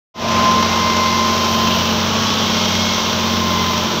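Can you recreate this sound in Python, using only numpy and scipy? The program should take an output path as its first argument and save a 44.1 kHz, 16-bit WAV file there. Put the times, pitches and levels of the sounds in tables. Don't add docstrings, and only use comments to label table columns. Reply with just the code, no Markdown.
import sys
import numpy as np
from scipy import signal
from scipy.fft import rfft, irfft
from scipy.io import wavfile

SR = 44100
rng = np.random.default_rng(int(sys.argv[2]) if len(sys.argv) > 2 else 0)


def file_out(sig):
    cols = np.atleast_2d(sig).T
    lim = np.clip(cols, -1, 1)
    pcm = np.round(lim * 32767).astype(np.int16)
    wavfile.write(sys.argv[1], SR, pcm)


N = 176400
TIME = np.arange(N) / SR


def from_db(db):
    return 10 ** (np.asarray(db) / 20)


def unit_rms(x):
    return x / np.sqrt(np.mean(x ** 2) + 1e-20)


def in_time(rows):
    times, *columns = np.transpose(rows)
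    return [np.interp(TIME, times, column) for column in columns]


def at_hz(points, hz):
    f, value = np.transpose(points)
    return np.interp(np.log(np.maximum(hz, 1)), np.log(f), value)


def drift(rate_hz):
    step, settle = 40, 2000
    pole = np.exp(-2 * np.pi * rate_hz * step / SR)
    noise = rng.standard_normal(N // step + settle + 2)
    slow = signal.lfilter([1], [1, -2 * pole, pole * pole], noise)[settle:]
    return np.interp(np.arange(N) / step, np.arange(len(slow)), unit_rms(slow))


def partial(turns, db):
    return np.sqrt(2) * from_db(db) * np.sin(2 * np.pi * (turns + rng.random()))


def die_away(clicks, decay_s):
    return signal.lfilter([1], [1, -np.exp(-1 / (decay_s * SR))], clicks + 1e-18)


def resonance(centre_hz, half_width_hz):
    low_pass = signal.butter(2, half_width_hz, fs=SR, output="sos")
    in_phase, quadrature = signal.sosfilt(low_pass, rng.standard_normal((2, N)))
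    angle = 2 * np.pi * np.cumsum(centre_hz * np.ones(N)) / SR
    return unit_rms(in_phase * np.cos(angle) + quadrature * np.sin(angle))


# t/s, firing level/dB, growl level/dB
EXHAUST_LEVELS = [(.2, -28, -22.5), (.42, -30.5, -27.5), (.75, -29, -33.5), (1.1, -30, -35),
                  (1.65, -30, -30), (2.0, -29.5, -36), (2.4, -29.5, -49), (2.56, -33.5, -44),
                  (2.8, -26, -46), (3.0, -35.5, -49), (3.35, -27.5, -44), (3.65, -28, -37), (4, -38.5, -40)]
# harmonic number, level/dB
STRONG_HARMONICS = [(9, -38), (12, -32), (21, -41), (24, -37), (27, -43), (41, -37), (66, -37), (68, -38)]
# f/Hz, level/dB
WEAK_HARMONICS = [(42, -54.5), (56, -49), (75, -58), (110, -52), (160, -45), (205, -41.5), (300, -47.5),
                  (500, -45.5), (720, -50), (900, -48.5), (1150, -47.5), (1600, -51)]


def exhaust(cycles, cycle_hz, firing_harmonic=6):
    firing_db, growl_db = in_time(EXHAUST_LEVELS)
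    strong_db = dict(STRONG_HARMONICS)
    growl = from_db(growl_db) * resonance(centre_hz=643.5, half_width_hz=40)
    pipe = from_db(-39.5) * resonance(centre_hz=605, half_width_hz=5.7)
    drone = np.zeros(N)
    for k in range(3, 105):
        mean_db = strong_db.get(k, at_hz(WEAK_HARMONICS, k * cycle_hz))
        wavering_db = mean_db + 3 * drift(rate_hz=1.3)
        drone += partial(k * cycles, firing_db if k == firing_harmonic else wavering_db)
    return growl + pipe + drone


# t/s, first level/dB, second level/dB, third level/dB
WHINE_LEVELS = [(.2, -23, -36, -44), (.5, -16, -37, -44), (.7, -22.5, -31.5, -42), (1.1, -18.7, -29, -41),
                (1.45, -21.5, -42, -30), (1.75, -22.5, -44, -32), (2.0, -34, -46, -42),
                (2.25, -26, -46, -40), (2.6, -35, -37, -29.5), (2.95, -34, -32, -30.5),
                (3.15, -31.5, -42, -42), (3.58, -23, -36, -40), (4, -31, -47, -42)]


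def pump_whine(meshes):
    return sum(partial(k * meshes, db + 1.4 * drift(rate_hz=16))
               for k, db in enumerate(in_time(WHINE_LEVELS), 1))


# t/s, f/Hz
MESH_FREQUENCY = [(.2, 1036), (.36, 1042), (.5, 1037), (.68, 1050), (.85, 1044), (1.3, 1043), (1.6, 1040),
                  (1.87, 1029), (2.0, 1055), (2.15, 1116), (2.28, 1129), (2.45, 1098), (2.6, 1074),
                  (2.9, 1088), (3.1, 1069), (3.4, 1052), (3.56, 1036), (3.75, 1028), (4, 1024)]


def working_excavator(meshes_per_cycle=70, speed_jitter=.0005):
    mesh_hz = in_time(MESH_FREQUENCY)[0] * (1 + speed_jitter * drift(rate_hz=14.6))
    meshes = np.cumsum(mesh_hz) / SR
    return pump_whine(meshes) + exhaust(meshes / meshes_per_cycle, mesh_hz.mean() / meshes_per_cycle)


# t/s, centre f/Hz, level/dB
HATCH_RASP = [(.3, 2630, -36), (1.2, 3166, -47), (1.7, 3032, -25), (2.05, 3148, -30.5), (2.4, 3250, -25.5),
              (2.85, 3307, -30), (3.1, 3344, -29.5), (4, 3310, -31)]
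# t/s, centre f/Hz, level/dB
TOP_HISS = [(.3, 12770, -56), (1.1, 13130, -51), (1.5, 13800, -43), (1.8, 14680, -40), (2.2, 14870, -48),
            (3.1, 14800, -46), (3.65, 14700, -41), (4, 14350, -46)]


def hatch_hiss():
    rasp_hz, rasp_db = in_time(HATCH_RASP)
    top_hz, top_db = in_time(TOP_HISS)
    rasp = from_db(rasp_db) * resonance(rasp_hz, half_width_hz=360)
    return rasp + from_db(top_db) * resonance(top_hz, half_width_hz=830)


# t/s, f/Hz, level/dB
FAN_TONE = [(.3, 225, -23.7), (1.2, 225.2, -23.5), (1.9, 224.2, -23.6), (2.3, 221.8, -24),
            (2.6, 222.4, -25.3), (2.95, 224.3, -26), (3.4, 225.6, -25.4), (4, 222.3, -28)]


def fan():
    blade_hz, level_db = in_time(FAN_TONE)
    passes = np.cumsum(blade_hz) / SR
    waver_db = 1.14
    fundamental = partial(passes, level_db + waver_db * drift(rate_hz=7.4))
    octave = partial(2 * passes, -41 + waver_db * drift(rate_hz=6))
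    return fundamental + octave, passes


CYLINDER_KNOCKS = [4, -5, 2, 1, -5, -4.5]


def knocks_and_ticks(crank_turns, knock_spread_db=4.5, ticks_per_s=290):
    cylinders = len(CYLINDER_KNOCKS)
    firings = np.floor(crank_turns * cylinders / 2).astype(int)
    onsets = np.flatnonzero(np.diff(firings))
    ticks = (rng.random(N) < ticks_per_s / SR) * rng.random(N)
    air = rng.standard_normal(N)
    cylinder_db = np.array(CYLINDER_KNOCKS)[firings[onsets] % cylinders]
    knocks = np.zeros(N)
    knocks[onsets] = from_db(cylinder_db + knock_spread_db * rng.standard_normal(N)[onsets])
    return air * (1 + .26 * die_away(knocks, decay_s=.0062) + .35 * die_away(ticks, decay_s=.00094))


# f/Hz, relative level/dB
BAY_RESPONSE = [(25, -27), (42, -27), (52, -4.5), (64, -9), (100, 0), (150, -5), (205, 6.5), (290, -3),
                (400, -2), (550, -1), (700, -6.5), (850, 2.5), (1100, 1), (1400, -3), (1900, -6.5),
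                (2400, -4), (3200, -1), (4000, -2), (4900, -4.5), (5700, -1), (6400, -8), (7200, -19),
                (8600, -32.5), (9400, -45), (10000, -39.5), (10900, -33), (11500, -36), (12600, -22.5),
                (15400, -26.5)]
BAND_CENTRES = [200, 1100, 4500]
# t/s, bass level/dB, middle level/dB, treble level/dB
BAND_GAINS = [(.2, -10, -14, -19), (.42, -15, -15.5, -21), (.7, -19.5, -17.5, -20), (1.1, -20, -19, -19.5),
              (1.75, -17.5, -19.5, -20), (2.0, -19, -18.5, -21), (2.4, -17.5, -19, -19.5),
              (2.9, -25, -20, -19), (3.2, -22.5, -20.5, -21), (3.65, -24, -19, -21.5), (4, -18, -20.5, -22)]


def engine_clatter(crank_turns, echo_s=.071, echo_db=-9.5):
    direct = knocks_and_ticks(crank_turns)
    echo = from_db(echo_db) * np.interp(TIME - echo_s, TIME, direct, left=0)
    hz = np.arange(N // 2 + 1) * SR / N
    coloured = irfft(rfft(direct + echo) * from_db(at_hz(BAY_RESPONSE, hz)), N)
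    spectrum = rfft(unit_rms(coloured))
    clatter = np.zeros(N)
    for weights, gain_db in zip(np.eye(len(BAND_CENTRES)), in_time(BAND_GAINS)):
        band = at_hz(list(zip(BAND_CENTRES, weights)), hz)
        clatter += from_db(gain_db) * irfft(spectrum * band, N)
    return clatter


def near_excavator(passes_per_crank_turn=7.68):
    hum, passes = fan()
    return hum + hatch_hiss() + engine_clatter(passes / passes_per_crank_turn)


def scene():
    return np.tile(working_excavator() + near_excavator(), (2, 1))


def record(dry):
    fade_start_s, fade_s, cutoff_hz = .14, .22, 15600
    fade = np.clip((TIME - fade_start_s) / fade_s, 0, 1)
    low_pass = signal.ellip(12, .1, 80, cutoff_hz, fs=SR, output="sos")
    return signal.sosfilt(low_pass, dry * fade)


dry = scene()
out = record(dry)
file_out(out)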